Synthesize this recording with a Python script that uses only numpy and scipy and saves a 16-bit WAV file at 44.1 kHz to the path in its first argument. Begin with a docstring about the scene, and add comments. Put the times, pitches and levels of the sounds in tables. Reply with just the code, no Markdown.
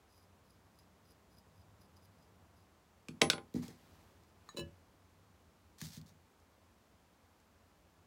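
"""Faint scratches of a steel needle tool scoring a firm clay pot, close to one microphone in a quiet studio.
Tearing grains ring the steel; then the potter drops the tool and it cracks and bounces on the work board.
A brush is dragged off the table; a mug of slip clinks as it is lifted and is set down with a gritty slide.
The table top booms softly under the knocks, over a sleeve's rustle and low, steady room tone."""
import sys
import numpy as np
from scipy import signal
from scipy.fft import rfft, irfft
from scipy.io import wavfile

SR = 44100
rng = np.random.default_rng(int(sys.argv[2]) if len(sys.argv) > 2 else 0)


def wrap_up_sound(samples):
    """Save the sound to the file named by the first command line argument, as 16-bit audio."""
    columns = np.atleast_2d(samples).T
    # keep every value between -1 and 1, then stretch to whole-number steps
    tamed = np.clip(columns, -1, 1)
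    steps = np.round(tamed * 32767).astype(np.int16)
    wavfile.write(sys.argv[1], SR, steps)


N = 355446
TIME = np.arange(N) / SR

# the tool's point touches the board, then the dropped tool hits it and bounces: # start_s, crack_db,
# tilt_db_per_octave, lean_to_point_db, thump_db, thump_corner_hz
TOOL_HITS = [(3.085, -39, .5, -2, -42, 290), (3.2140, -26, -6.5, -3, -46, 900),
             (3.2170, -13, -1.1, 6, -30, 900), (3.3005, -16, 0.5, -4.5, -46, 700),
             (3.3325, -30, -5.5, 6, -46.5, 1100), (3.3803, -39, -9, -3, -54, 1100)]
# hand, brush and mug bump the table: start_s, thump_db, thump_corner_hz, dust_crack_db
TABLE_BUMPS = [(3.5406, -33.5, 300, -51), (3.557, -31.5, 290, -57), (3.681, -52.5, 403, -49),
               (4.542, -54, 440, -70), (4.581, -44.5, 490, -48), (4.602, -31, 104, -69),
               (5.815, -36, 176, -36.5), (5.968, -40.5, 185, -51), (6.11, -57, 170, -75)]
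# colour of crushed clay dust: frequency_hz, level_db
DUST_SPECTRUM = [(200, -25), (900, -8), (1700, -2.5), (2800, -4), (4200, 4), (6500, 1), (9000, -5),
                 (12000, -7.5), (16000, -6.5)]


def gain_of(db):
    """Decibels to amplitude."""
    return 10 ** (np.asarray(db) / 20)


def curve_at(points, hz):
    """Reads a table along a log-frequency axis."""
    frequencies, values = np.transpose(points)
    return np.interp(np.log(hz + 1), np.log(frequencies + 1), values)


def motion(moves, rise_s, stop_s):
    """Gain over time of moves that each speed up, hold and die away; their powers add."""
    gains = []
    for start_s, length_s, db in moves:
        rise = np.clip((TIME - start_s) / rise_s, 0, 1)
        fall = np.exp(-np.maximum(TIME - start_s - length_s, 0) / stop_s)
        gains.append(gain_of(db) * rise * fall)
    return np.linalg.norm(gains, axis=0)


def add(mix, start_s, sound):
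    """Mixes a sound in at start_s."""
    part = mix[max(round(start_s * SR), 0):][:len(sound)]
    part += sound[:len(part)]


def coloured(x, spectrum, tilt_db=0, size=4096):
    """Causal filter of unit energy with the given spectrum, tilted by tilt_db per octave above 1 kHz."""
    hz = abs(np.fft.fftfreq(size, 1 / SR))
    log_gain = np.log(gain_of(curve_at(spectrum, hz) + tilt_db * np.log2(np.maximum(hz, 1000))))
    taps = np.fft.ifft(np.exp(np.conj(signal.hilbert(log_gain)))).real  # minimum phase
    return signal.oaconvolve(x, taps / np.linalg.norm(taps))[:len(x)]


def decay(t, t60_s):
    """Amplitude that falls 60 dB in t60_s."""
    return np.exp(-np.log(1000) * t / t60_s)


def ring(modes, rise_s):
    """Modes set swinging by one blow, each dying at its own speed."""
    t = TIME[:SR // 3]
    tones = [gain_of(db) * decay(t, t60_s) * np.sin(2 * np.pi * hz * t) for hz, db, t60_s in modes]
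    return sum(tones) * (1 - np.exp(-t / rise_s))


def burst(decay_s):
    """The brief chatter of two hard surfaces meeting."""
    t = TIME[:SR // 8]
    return rng.choice([-1., 1.], len(t)) * np.exp(-t / decay_s)


def grains(per_s, spread_db):
    """Tiny fractures at random moments, a few much larger than the rest; rms 1."""
    sizes = gain_of(spread_db * np.minimum(rng.exponential(1, N), 4))
    clicks = sizes * rng.choice([-1., 1.], N) * (rng.random(N) < per_s / SR)
    return clicks / np.sqrt(np.mean(clicks ** 2) + 1e-20)


def needle(snag_s=0.016, edge_share=0.33):
    """The point tears through grains of clay, and each one rings the steel."""
    # strokes, each snagging once: start_s, length_s, level_db, snag_start_s, snag_db
    strokes = [(0.08, 0.18, -74.5, .175, -90), (.44, .12, -81, .497, -73), (.73, .12, -80, .785, -68),
               (1.043, 0.091, -72, 1.108, -86), (1.296, 0.092, -75.5, 1.38, -69.5),
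               (1.55, .075, -80, 1.612, -81), (1.793, 0.076, -75.5, 1.807, -72.5),
               (1.955, .03, -85, 1.962, -70), (2.01, .052, -76, 2.044, -73), (2.182, .08, -81, 2.18, -79),
               (2.569, 0.07, -79.5, 2.562, -73.5)]
    # resonances of the needle held against clay: pitch_hz, width_hz, level_db
    modes = [(4020, 170, -10.5), (5020, 124, 11), (5800, 260, -3), (10140, 220, 2.5), (11000, 140, -6),
             (13300, 340, -0.5)]
    press = lambda length_s: signal.windows.tukey(round(length_s * SR), edge_share)
    steel = lambda x: sum(gain_of(db) * signal.lfilter(*signal.iirpeak(hz, hz / width_hz, SR), x)
                          for hz, width_hz, db in modes)
    force = np.zeros(N)
    for start_s, length_s, db, snag_start_s, snag_db in strokes:
        add(force, start_s, gain_of(db) * press(length_s))
        add(force, snag_start_s, gain_of(snag_db) * press(snag_s))
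    tearing = grains(per_s=1400, spread_db=3.8)
    ringing = gain_of(-2.2) * steel(force * tearing) / np.std(steel(tearing))
    crumbling = gain_of(-15) * coloured(force * tearing, DUST_SPECTRUM, tilt_db=4.0)
    return ringing + crumbling


def dropped_tool(handle_db=-16, point_db=-31.5):
    """The tool slaps the board and bounces; the end that lands rings more, and the steel sings on."""
    # colour of the slap: frequency_hz, level_db
    crack = [(100, -37), (500, -6.5), (1000, -11.5), (1400, 3), (1850, -6), (2400, 0.5), (3000, 1),
             (3700, 1.5), (5500, -6), (8000, -8.5), (9500, -19), (12000, -21.5), (16000, -28)]
    # modes of the handle and of the free steel point: pitch_hz, level_db, t60_s
    handle = [(1548, 2, .028), (2228, -12, .1), (2514, -11, .09), (3203, -7, .05), (3512, -9, .08),
              (3900, -8, .016), (4404, -12, .18)]
    point = [(6010, -14, .2), (10195, 0, .21), (13400, -25, .15)]
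    out = np.zeros(N)
    for start_s, db, tilt_db, lean_db, _, _ in TOOL_HITS:
        add(out, start_s, gain_of(db) * coloured(burst(decay_s=0.0025), crack, tilt_db))
        add(out, start_s, gain_of(db + handle_db - lean_db) * ring(handle, rise_s=0.00018))
        add(out, start_s, gain_of(db + point_db + lean_db) * ring(point, rise_s=0.0011))
    return out


def table_top(travel_s=.005, lowest_hz=85, size=32768):
    """Soft blows stir only the low modes; the bending wave is dispersive, so the lowest arrive last."""
    # modes of the top: pitch_hz, level_db, t60_s
    modes = [(98, -15.5, 0.41), (129, -17.5, 0.12), (159.6, -12.5, 0.24), (185, -8.5, 0.12),
             (213.7, -7.5, .1), (244, -2, 0.15), (290, 0.5, 0.062), (343.1, -4, .1), (400, -5, .1),
             (445, 4, 0.11), (490, -1, 0.056), (573.5, -1.5, 0.1003), (635, -7.5, 0.11),
             (792.3, -4.5, 0.15), (874.3, -5, 0.072), (1039, 3, 0.1), (1250, 0, 0.1)]
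    t, bin_hz = TIME[:size], np.fft.rfftfreq(size, 1 / SR)
    knock = sum(gain_of(db) * decay(t, t60_s) * np.cos(2 * np.pi * hz * t) for hz, db, t60_s in modes)
    # travel_s is the travel time at 300 Hz; speed grows with the root of frequency
    knock = irfft(rfft(knock) * np.exp(-4j * np.pi * travel_s * np.sqrt(300 * bin_hz)))
    # a small top radiates little bass
    knock = signal.sosfilt(signal.butter(2, lowest_hz, "highpass", fs=SR, output="sos"), knock)
    softened = lambda corner_hz: signal.sosfilt(signal.butter(4, corner_hz, fs=SR, output="sos"), knock)
    out = np.zeros(N)
    for start_s, *_, db, corner_hz in TOOL_HITS:
        add(out, start_s, gain_of(db) * softened(corner_hz))
    for start_s, db, corner_hz, _ in TABLE_BUMPS:
        add(out, start_s, gain_of(db) * softened(corner_hz))
    return out


def mug(chink_db=-12):
    """The glazed mug is tapped, then rattles as it leaves its stand; each ring has a gritty edge."""
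    # light taps on the rim, and the clatter of the lift: start_s, level_db
    taps = [(4.4897, -49), (4.542, -71)]
    clatters = [(4.5655, -54), (4.571, -41.5), (4.579, -57), (4.5934, -41.5), (4.608, -50)]
    # modes of the rim and of the whole mug: pitch_hz, level_db, t60_s
    rim = [(1080, -2.5, 0.046), (1200, 3, 0.039), (1770, -5.5, 0.087), (3930, -6.5, 0.14),
           (4250, -0.5, 0.023), (6720, -6, 0.098), (7950, -15, .07), (8312, -20, .09)]
    body = [(344, -2, 0.13), (561.3, -5, 0.22), (964, -15.5, 0.058), (1015, -5, 0.033), (1704, -15, 0.19),
            (2640, -9.5, 0.2), (2940, -7, 0.16), (3760, -27, 0.05), (4000, 0.5, 0.077), (5430, -15, 0.11),
            (6944, -9, 0.068), (7430, -13.5, 0.094), (8550, -10.5, 0.04), (9388, -26, 0.077),
            (10860, -13, 0.056), (15200, -13, 0.045)]
    out = np.zeros(N)
    for blows, modes in (taps, rim), (clatters, body):
        for start_s, db in blows:
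            chink = coloured(burst(decay_s=0.0017), DUST_SPECTRUM, tilt_db=6.0)
            add(out, start_s, gain_of(db) * ring(modes, rise_s=0.00016))
            add(out, start_s, gain_of(db + chink_db) * chink)
    return out


def clay_dust():
    """Dry clay dust is ground under the sliding mug and cracks under every bump."""
    # the mug scrapes off its stand, later jerks into place: start_s, length_s, level_db
    slides = [(4.569, 0.013, -53), (5.78, 0.2, -59.5), (5.812, 0.059, -55), (5.925, 0.025, -61),
              (6.058, 0.042, -69.5)]
    # single crumbs crack: start_s, level_db
    crumbs = [(2.226, -70), (4.235, -65.5), (5.806, -50), (5.949, -54), (6.014, -56.5), (6.40, -68.5),
              (7.401, -68.5)]
    crushing = motion(slides, rise_s=0.0052, stop_s=0.011) * grains(per_s=3400, spread_db=3.5)
    for start_s, *_, db in TABLE_BUMPS + crumbs:
        add(crushing, start_s, gain_of(db) * burst(decay_s=0.0026))
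    return coloured(crushing, DUST_SPECTRUM)


def brush():
    """The wooden brush rubs over cloth as it is dragged off the table."""
    # short drags: start_s, length_s, level_db
    drags = [(3.545, 0.013, -56.5), (3.616, 0.021, -56), (3.675, 0.028, -64.5)]
    # colour of wood on cloth: frequency_hz, level_db
    spectrum = [(200, -9), (850, 6.5), (1400, -4), (2050, 4), (2700, -6.5), (4500, 0), (7000, -5),
                (9500, -9), (16000, -12)]
    rubbing = motion(drags, rise_s=0.013, stop_s=0.045) * grains(per_s=7900, spread_db=2.0)
    return coloured(rubbing, spectrum)


def sleeve():
    """Soft hiss of cloth fibres slipping over each other as a sleeve stretches."""
    # the arm reaches over the table: start_s, length_s, level_db
    reaches = [(3.7, 0.3, -68), (4.36, 0.16, -70.5)]
    # colour of the cloth: frequency_hz, level_db
    spectrum = [(200, 7.5), (1500, -4), (5000, -9.5), (9000, -16), (16000, -16)]
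    hiss = coloured(grains(per_s=3400, spread_db=1.5), spectrum)
    return motion(reaches, rise_s=0.11, stop_s=0.25) * hiss


def shifting_pot():
    """Low rumble of the pot and hands shifting on the table."""
    # spells of movement: start_s, length_s, level_db
    shifts = [(.1, 1.1, -70.5), (1.2, 1.3, -67), (3.7, 1.8, -71), (6.55, 0.52, -80), (7.85, .2, -70.5)]
    # colour of the rumble: frequency_hz, level_db
    spectrum = [(30, -37.5), (70, -11.5), (93, 4), (125, -16.5), (170, -5.5), (260, -19), (500, -20.5),
                (1100, -22.5), (3000, -52)]
    return motion(shifts, rise_s=0.15, stop_s=0.29) * coloured(rng.standard_normal(N), spectrum)


def room_tone(level_db=-68):
    """The low, steady noise of the quiet studio."""
    # colour of the noise: frequency_hz, level_db
    spectrum = [(20, -30.5), (45, -4.5), (85, 4.5), (120, -9.5), (190, -4.5), (350, -9), (700, -11),
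                (1050, -12), (1900, -19), (3500, -23.5), (7400, -27), (8500, -30), (15800, -32.5)]
    return gain_of(level_db) * coloured(rng.standard_normal(N), spectrum)


def reflections(x, gap_s=0.0016, build_s=0.0029):
    """Dense reflections of a small studio, each band dying at its own speed."""
    # room decay: frequency_hz, t60_s
    decay_times = [(150, 0.39), (400, 0.25), (1000, 0.2), (3000, 0.13), (7000, 0.13), (14000, 0.1)]
    hz, t, bands = signal.stft(rng.standard_normal(SR // 2), SR, nperseg=256)
    bands = bands * decay(t, curve_at(decay_times, hz)[:, None])
    _, tail = signal.istft(bands, SR, nperseg=256)
    tail *= 1 - np.exp(-np.maximum(TIME[:len(tail)] - gap_s, 0) / build_s)
    return signal.fftconvolve(x, tail / np.linalg.norm(tail))[:N]


def scene():
    """The work table from close by, in mono, with the room well behind the direct sound."""
    scrapes = needle() + clay_dust() + brush()
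    tool, clinks, boom = dropped_tool(), mug(), table_top()
    room = reflections(gain_of(-12) * scrapes + gain_of(-11) * tool
                       + gain_of(-14.5) * clinks + gain_of(-9) * boom)
    return (scrapes + tool + clinks + boom + room + sleeve() + room_tone() + shifting_pot())[None]


def record(dry, low_cut_hz=45, high_cut_hz=15900):
    """The microphone loses the deepest bass, and the highest treble is cut off."""
    thinned = signal.sosfilt(signal.butter(4, low_cut_hz, "highpass", fs=SR, output="sos"), dry)
    band_limit = signal.firwin(511, high_cut_hz, window=("kaiser", 9), fs=SR)
    return signal.oaconvolve(thinned, band_limit[None], "same")


dry = scene()
out = record(dry)
wrap_up_sound(out)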